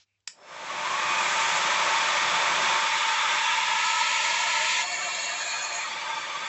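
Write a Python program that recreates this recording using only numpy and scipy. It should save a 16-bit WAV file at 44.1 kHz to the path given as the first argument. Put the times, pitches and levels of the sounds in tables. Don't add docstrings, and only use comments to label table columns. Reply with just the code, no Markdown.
import sys
import numpy as np
from scipy import signal
from scipy.fft import rfft, irfft, next_fast_len
from scipy.io import wavfile

SR = 44100
rng = np.random.default_rng(int(sys.argv[2]) if len(sys.argv) > 2 else 0)


def unload_audio(sound):
    columns = np.transpose(np.atleast_2d(sound))
    steps = np.round(np.clip(columns, -1, 1) * 32767)
    wavfile.write(sys.argv[1], SR, steps.astype(np.int16))


N = 285761

# f/Hz, level/dB
FAN_COLOUR = [(300, -46.5), (470, -33), (560, -18.5), (760, -9.5), (880, -2.5), (1250, -7), (1480, -4.5),
              (2000, -13.5), (4000, -20.5)]
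# f/Hz, level/dB
JET_COLOUR = [(500, -23), (1000, -1.5), (1300, -12), (1530, -8.5), (1730, -1.65), (2200, 2), (2550, 0),
              (2950, -3.5), (3600, -3.5), (4300, -8), (5200, -9.5), (6400, -9), (7450, -11), (8000, -12)]
# f/Hz, level/dB
BUFFET_COLOUR = [(25, -40), (50, -20.5), (90, -10.5), (150, -1), (225, -2.5), (280, -2), (370, 2.5),
                 (470, -1), (540, 9.5), (620, 11), (720, 8), (850, -5.5), (1400, -32)]
# f/Hz, width/Hz, lift/dB
HOUSING_MODES = [(604, 110, 1.5), (902.7, 30, 11.5), (999, 29.6, 9.5), (1026, 24, -7.5), (1098, 57, 6),
                 (1208, 82, 9), (1310, 25, 4.5), (1582, 56, 3.5), (1810, 190, 3), (2150, 76, -1),
                 (2224, 37, 4.5), (2400, 130, 2.5), (3400, 310, 2.5), (4920, 110, -1)]
# start t/s, end t/s, f/Hz, width/Hz, level/dB
BREATHY_BANDS = [(1.0, 1.254, 2487, 50, -34), (1.15, 1.65, 7090, 910, -42),
                 (2.202, 3.752, 3490, 260, -40.5), (2.85, 3.7, 3500, 563, -46),
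                 (3.5, 4.603, 944.5, 69.5, -39), (3.6, 4.85, 1286, 40.7, -44.5),
                 (3.803, 4.02, 1270, 29.63, -36.5), (4.1, 4.802, 2166, 474, -37.5),
                 (3.8, 4.8, 4139, 547, -40), (3.8, 4.826, 6890, 644, -39), (3.9, 4.798, 3130, 130, -42.5),
                 (4.75, 5.796, 692, 49.7, -47.5), (4.73, 5.87, 4266, 130, -41),
                 (4.78, 5.84, 6726, 424.5, -39), (4.84, 5.904, 7360, 200, -45.5),
                 (4.85, 5.295, 2233, 100, -40), (4.85, 5.35, 1743, 89.5, -44),
                 (4.853, 5.35, 3185, 108, -47), (5.05, 5.548, 3853, 149.7, -43.5),
                 (4.85, 5.7, 5000, 220, -52), (5.3, 5.726, 1640, 108.5, -43), (5.35, 5.803, 2440, 40, -42),
                 (5.45, 6.598, 1161, 69, -46), (5.75, 6.55, 3526, 170, -47), (5.95, 6.599, 2333, 70, -47.5)]
# t/s, low f/Hz, low level/dB, high f/Hz, high level/dB
PUFF_LIST = [(0.711, 1152, -38, 3370, -46), (0.859, 1000, -33, 2130, -40), (0.915, 1080, -30, 2340, -41),
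             (4.799, 918.4, -32.5, 2100, -31), (4.943, 1790, -36, 2250, -32.5),
             (5.544, 897, -37, 2494, -35), (5.578, 923, -38, 2460, -52), (5.649, 900, -35, 2500, -42),
             (5.794, 888, -36, 2400, -35.5), (6.025, 923, -37, 3490, -50), (6.11, 909, -28.5, 2147, -37),
             (6.136, 906, -31.5, 3480, -37.5), (6.179, 902, -31, 2330, -34), (6.359, 1150, -32, 3580, -45)]
# start t/s, end t/s, f/Hz, level/dB
HOOT_LIST = [(4.296, 4.349, 648, -42.5), (4.39, 4.42, 720, -40.5), (4.453, 4.48, 694, -37),
             (4.605, 4.668, 626, -42), (4.79, 4.86, 716, -42.5), (4.882, 4.946, 699, -41.5),
             (5.045, 5.085, 701, -39.5), (5.156, 5.21, 694, -43.5), (5.263, 5.308, 683, -40.5),
             (5.321, 5.377, 710, -42), (5.728, 5.777, 708, -43)]
# start t/s, end t/s, level/dB
SURGE_LIST = [(0.365, 0.425, 0.5), (0.47, 0.546, 1), (0.695, 0.735, 0), (0.885, 0.91, -0.5)]
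# start t/s, end t/s, centre f/Hz, width/Hz, depth as level/dB
STREAM_DIPS = [(2.82, 3.3, 6025, 449, -3.5), (3.2, 3.799, 4550, 500, -2.5), (3.55, 4.1, 6046, 451.6, -3),
               (2.83, 3.45, 723, 111.2, -7), (3.448, 3.696, 596, 140, -3), (3.74, 3.997, 597, 180, -3.5),
               (4.66, 4.778, 800, 422, -6.5), (5.8, 6.6, 3020, 260, -1)]
# fan level/dB, jet level/dB, buffeting level/dB,
# housing ring level/dB, flutter/dB, echo strength (share), echo round trip/ms
HAND_MOVES = [(1.551, 0.75, -0.53, -1.02, -0.5, -2.5, 0.13, 0.023, 0.0029),
              (2.757, 0.14, -2, 0, -7.5, -2, 1.38, 0.088, -0.062),
              (3.38, 0.17, -0.7, 0, -1.5, -3.5, -0.36, 0.13, -0.1),
              (3.603, 0.46, -2.5, 0.26, -0.5, -3, 0, 0.072, -0.07),
              (4.542, 0.27, -8, 0.54, 0.1, 1.5, 1.5, 0.032, -0.02),
              (4.811, 0.044, -3.5, -9.5, 0, 0, 0.1, -0.29, 0.018),
              (4.946, 0.88, 4, -0.5, 0.2, -6, -0.5, 0.026, 0.24)]
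# multiple of the shaft rate, level/dB
MOTOR_TONES = [(1, -66.5), (4, -41.5)]
# t/s, level/dB before colouring
CONTACTS = [(.204, -66), (0.2723, -45), (0.2752, -22), (0.2756, -15), (0.2784, -27), (.433, -52)]
# f/Hz, relative level/dB, time to fall by 60 dB t/s
SHELL_MODES = [(905, -18, .04), (2610, -9, .045), (2910, -7, .045), (3150, -11, .04), (3480, -8, .04),
               (4650, -5, .025), (4950, -4, .025), (5270, -5, .03), (6230, -7, .03), (7200, -5, .035)]
# f/Hz, level/dB
SWITCH_COLOUR = [(100, -21), (300, -25), (600, -23), (920, -9), (1300, -12), (1800, -8), (2600, -2.5),
                 (3200, 0), (4000, -3.5), (4900, 2), (5700, -5), (6500, -2), (7300, -1)]
# start t/s, end t/s, centre f/Hz, width/Hz, level/dB
EARLY_HISS = [(-.02, 0.033, 4370, 5200, -61), (0.07, 0.178, 2450, 800, -82)]
# f/Hz, level/dB
ROOM_COLOUR = [(30, -3.5), (100, 4.5), (250, -6), (1200, -7), (2400, -6), (4000, -6), (7500, -10)]

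TIME = np.arange(N) / SR
SIZE = next_fast_len(N)
FREQ = np.maximum(np.arange(SIZE // 2 + 1) * SR / SIZE, 1)
ROLL_OFF_HZ, TOP_HZ = 7780, 7950
ON_S, SPIN_UP_S = .28, .41
FAN_DB, JET_DB, BUFFET_DB, RING_DB = -27, -26, -39, -36
FAN_POWER, JET_POWER, BUFFET_POWER = 2.62, 3.23, 1.72
FLUTTER_DB, ECHO, TRIP_MS = 0, 0.014, 2.83
GUST_LIMIT = 2.1
PUFF_S = 0.009
PUFF_RUSH_DB = 2.5
RING_SWELL_DB = 2.8
BAND_BEND, WARBLE, SPUTTER_DB, BAND_FADE_S = 0.3, 0.006, 1.7, 0.14
HOOT_WAVER, HOOT_FADE_S = 0.015, 0.025
STRAY_FROM_S, STRAY_DETUNE, STRAY_S, STRAY_GLIDE = 4.85, 0.035, 0.04, 0.035
STRAY_DB, STRAY_LIFT_DB = -38.7, 4
SHAFT_HZ, BLADE_COUNT = 226.85, 6
LINE_FLICKER_DB, LINE_JITTER_HZ = 2, 4
BLADE_DB, DUCT_HZ, DUCT_WIDTH_HZ, DUCT_DB = -16.5, 1164, 236, 13.5
WHINE_DB, FACING_FROM_S, FACING_TO_S, FACING_DB = -64, 3.1, 5.42, 23.5
WHINE_BREATH_DB, WHINE_WIDTH_HZ, WHINE_SPUTTER_DB = -4, 45, 0.8
THIN_ORDER, THIN_DB, THIN_LIFT_DB, THIN_CLEAR_S = 20, -57, 5.5, 5.8
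SHELL_DB, CRACK_DECAY_S = -20, 0.0025
THUD_HZ, THUD_DB, THUD_T60_S = 190, -27, 0.12


def airflow(speed, fan_shade_db, jet_shade_db, ring_shade_db, flutter_db):
    housing_db = sum(db / (1 + (2 * (FREQ - hz) / width) ** 2) for hz, width, db in HOUSING_MODES)
    housing = undb(housing_db)
    puff_db = PUFF_RUSH_DB * sum(swell(s) for s, *_ in PUFF_LIST)
    gust_db = 0.45 * flutter_db * wander(18)
    fan_db = FAN_DB + fan_shade_db + puff_db + gust_db
    fan = noise(colour(FAN_COLOUR) * housing) * undb(fan_db)
    jet_db = JET_DB + jet_shade_db + 0.17 * puff_db + 0.083 * wander(22)
    jet = eddies(colour(JET_COLOUR) * housing, flutter_db) * undb(jet_db)
    ring = ringing() * undb(RING_DB + ring_shade_db)
    return fan * speed ** FAN_POWER + (jet + ring) * speed ** JET_POWER


def eddies(gain, flutter_db, rate_hz=24, count=32):
    centres, spacing = np.linspace(0, TOP_HZ, count, retstep=True)
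    out = np.zeros(N)
    for hz in centres:
        band = np.sqrt(np.maximum(1 - np.abs(FREQ - hz) / spacing, 0))
        band_noise = shaped(rng.standard_normal(N), gain * band)
        out += band_noise * undb(flutter_db * wander(rate_hz))
    return unit(out * np.exp(-np.log(undb(flutter_db)) ** 2))


def ringing():
    out = np.zeros(N)
    for hz, width, db in HOUSING_MODES:
        if db > 0 and 800 < hz < 4000:
            note = tone(hz * (1 + .016 * wander(9)), 0.44 * width)
            out += note * undb(db / 4 + RING_SWELL_DB * wander(16))
    return unit(out)


def buffeting(speed, shade_db):
    air = noise(colour(BUFFET_COLOUR))
    deep = shaped(air, 1 / (1 + (FREQ / 330) ** 6))
    upper = air - deep
    gusts = deep * undb(1.3 * wander(10)) + upper * undb(1.8 * wander(15))
    return gusts * undb(BUFFET_DB + shade_db) * speed ** BUFFET_POWER


def surges():
    return undb(sum(db * gate(start, end, 0.025) for start, end, db in SURGE_LIST))


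def aim():
    moved = sum(np.outer(change, ramp(start, length)) for start, length, *change in HAND_MOVES)
    fan, jet, buffet, ring, flutter, echo, trip = moved
    return fan, jet, buffet, ring, FLUTTER_DB + flutter, np.clip(ECHO + echo, 0, 1), TRIP_MS + trip


def table_echo(air, strength, trip_ms):
    midrange = shaped(air, colour([(450, -20), (680, 0), (1700, 0), (1900, -20), (2600, -40)]))
    hollow = midrange
    for _ in range(3):
        echo = np.interp(TIME - trip_ms / 10 ** 3, TIME, hollow)
        hollow = (hollow - strength * echo) / (1 + 1.37 * strength ** 2)
    return air - midrange + hollow


def dipped(air):
    out = air.copy()
    for start, end, hz, width, db in STREAM_DIPS:
        band = shaped(air, 1 / (1 + (2 * (FREQ - hz) / width) ** 4))
        out -= band * gate(start, end, 0.08) * (1 - undb(db))
    return out


def breathy_bands(trip_ms):
    bend = (TRIP_MS / trip_ms) ** BAND_BEND
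    out = np.zeros(N)
    for start, end, hz, width, db in BREATHY_BANDS:
        band = tone(hz * bend * (1 + WARBLE * wander(14)), width)
        out += band * gate(start, end, BAND_FADE_S) * undb(db + SPUTTER_DB * wander(20))
    return out


def puffs():
    out = np.zeros(N)
    for s, low_hz, low_db, high_hz, high_db in PUFF_LIST:
        low = undb(low_db) * np.sin(2 * np.pi * low_hz * TIME)
        high = undb(high_db) * np.sin(2 * np.pi * high_hz * TIME)
        out += swell(s) * np.sqrt(2) * (low + high)
    return out


def swell(s):
    return np.exp(-.5 * np.minimum(np.abs(TIME - s) / PUFF_S, 10) ** 2)


def hoots():
    waver = 1 + HOOT_WAVER * wander(24)
    return sum(line(hz * waver) * gate(start, end, HOOT_FADE_S) * undb(db)
               for start, end, hz, db in HOOT_LIST)


def stray_chirps(count):
    out = np.zeros(N)
    notes = [hz for hz, width, db in HOUSING_MODES if db > 0 and 1050 < hz < 4000]
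    for when, pick, detune, length, glide, size in rng.random((count, 6)):
        age = TIME - STRAY_FROM_S - when * (TIME[-1] - STRAY_FROM_S)
        span = STRAY_S * (.5 + length)
        on = (age > 0) & (age < span)
        part = age[on] / span
        off_pitch = STRAY_DETUNE * (2 * detune - 1) + STRAY_GLIDE * (2 * glide - 1) * part
        hz = notes[int(pick * len(notes))] * (1 + off_pitch)
        note = np.sin(2 * np.pi * np.cumsum(hz) / SR) * np.sin(np.pi * part)
        out[on] += note * undb(STRAY_DB + STRAY_LIFT_DB * size)
    return out


def motor(speed, fan_shade_db, jet_shade_db):
    shaft_hz = SHAFT_HZ * speed * (1 + 0.00048 * wander(2.62))
    blade_hz = BLADE_COUNT * shaft_hz
    hum = sum(line(order * shaft_hz) * undb(db) for order, db in MOTOR_TONES) * speed ** 8
    duct_db = DUCT_DB / (1 + (2 * (blade_hz - DUCT_HZ) / DUCT_WIDTH_HZ) ** 2)
    blades = tone(blade_hz, width_hz=85) * undb(FAN_DB + fan_shade_db + BLADE_DB + duct_db)
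    whine_db = WHINE_DB + FACING_DB * gate(FACING_FROM_S, FACING_TO_S, 0.17)
    breath = undb(WHINE_BREATH_DB) * tone(2 * blade_hz, WHINE_WIDTH_HZ)
    whine = unit(line(2 * blade_hz) + breath) * undb(whine_db + WHINE_SPUTTER_DB * wander(16))
    thin_db = THIN_DB + THIN_LIFT_DB * ramp(THIN_CLEAR_S, 0.15)
    thin = tone(THIN_ORDER * shaft_hz, width_hz=30) * undb(thin_db)
    brush_tone = unit(line(5310) + .5 * tone(5310, width_hz=130))
    brushes = brush_tone * gate(.38, .58, .04) * undb(-66.5 + 7 * ramp(.42, .1))
    return hum * undb(1.5 * jet_shade_db) + (blades + whine + thin) * speed ** FAN_POWER + brushes


def switch():
    out = np.zeros(N)
    for s, db in CONTACTS:
        age = np.maximum(TIME - s, 0)[:SR]
        ring = np.zeros(SR)
        for hz, mode_db, t60 in SHELL_MODES:
            fade = undb(SHELL_DB + mode_db - 60 * age / t60)
            ring += rng.choice([-1, 1]) * fade * np.sin(2 * np.pi * hz * age)
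        thud = undb(THUD_DB - 60 * age / THUD_T60_S) * np.sin(2 * np.pi * THUD_HZ * age)
        crack = rng.standard_normal(SR) * (age > 0) * np.exp(-age / CRACK_DECAY_S)
        out[:SR] += undb(db) * (ring + thud + crack)
    return shaped(out, colour(SWITCH_COLOUR))


def room(x, t60, wet_db):
    age = TIME[:SR // 2]
    tail = rng.standard_normal(len(age)) * undb(-60 * age / t60) * (age > .004)
    tail = tail / np.sqrt(np.sum(tail ** 2))
    return x + undb(wet_db) * signal.fftconvolve(x, tail)[:N]


def background():
    early = np.zeros(N)
    for start, end, hz, width, db in EARLY_HISS:
        band = noise(1 / (1 + (2 * (FREQ - hz) / width) ** 4))
        early += band * gate(start, end, 0.037) * undb(db)
    air = noise(colour(ROOM_COLOUR)) * undb(-81)
    hum = np.sin(2 * np.pi * 100 * TIME) * undb(-83.5)
    return air + hum + early


def undb(db):
    return 10 ** (np.asarray(db) / 20)


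def unit(x):
    return x / np.sqrt(np.mean(x ** 2))


def colour(points):
    hz, db = np.transpose(points)
    return undb(np.interp(np.log(FREQ), np.log(hz), db)) * np.minimum(FREQ / hz[0], 1) ** 2


def shaped(x, gain):
    return irfft(rfft(x, SIZE) * gain, SIZE)[:N]


def noise(gain):
    return unit(shaped(rng.standard_normal(N), gain))


def wander(rate_hz):
    steps = np.cumsum(np.full(N, 2 * rate_hz / SR))
    knots = np.clip(rng.standard_normal(1024), -GUST_LIMIT, GUST_LIMIT)
    return unit(np.interp(steps, np.arange(len(knots)), knots))


def tone(hz, width_hz):
    phase = 2 * np.pi * np.cumsum(hz * np.ones(N)) / SR
    skirt = 1 / (1 + (FREQ / (0.76 * width_hz)) ** 2)
    return unit(noise(skirt) * np.cos(phase) + noise(skirt) * np.sin(phase))


def line(hz):
    phase = 2 * np.pi * np.cumsum(hz + LINE_JITTER_HZ * wander(25)) / SR
    return unit(np.sin(phase) * undb(LINE_FLICKER_DB * wander(25)))


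def gate(start, end, fade):
    return np.clip(np.minimum(TIME - start, end - TIME) / fade + .5, 0, 1)


def ramp(start, length):
    return np.clip((TIME - start) / length, 0, 1)


def scene():
    speed = 1 - np.exp(-np.maximum(TIME - ON_S, 0) / SPIN_UP_S)
    fan_db, jet_db, buffet_db, ring_db, flutter_db, echo, trip_ms = aim()
    stream = airflow(speed, fan_db, jet_db, ring_db, flutter_db) + buffeting(speed, buffet_db)
    air = dipped(table_echo(stream * surges(), echo, trip_ms))
    air = air + breathy_bands(trip_ms) + puffs() + hoots() + stray_chirps(count=44)
    mono = room(air, t60=0.095, wet_db=-13.0) + motor(speed, fan_db, jet_db)
    mono = mono + room(switch(), t60=0.22, wet_db=-8.5) + background()
    return np.array([mono, mono])


def record(dry):
    roll_off = 1 / np.sqrt(1 + (FREQ / ROLL_OFF_HZ) ** 60)
    soft = np.array([shaped(channel, roll_off) for channel in dry])
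    return signal.sosfilt(signal.ellip(10, .2, 80, TOP_HZ, fs=SR, output="sos"), soft)


dry = scene()
out = record(dry)
unload_audio(out)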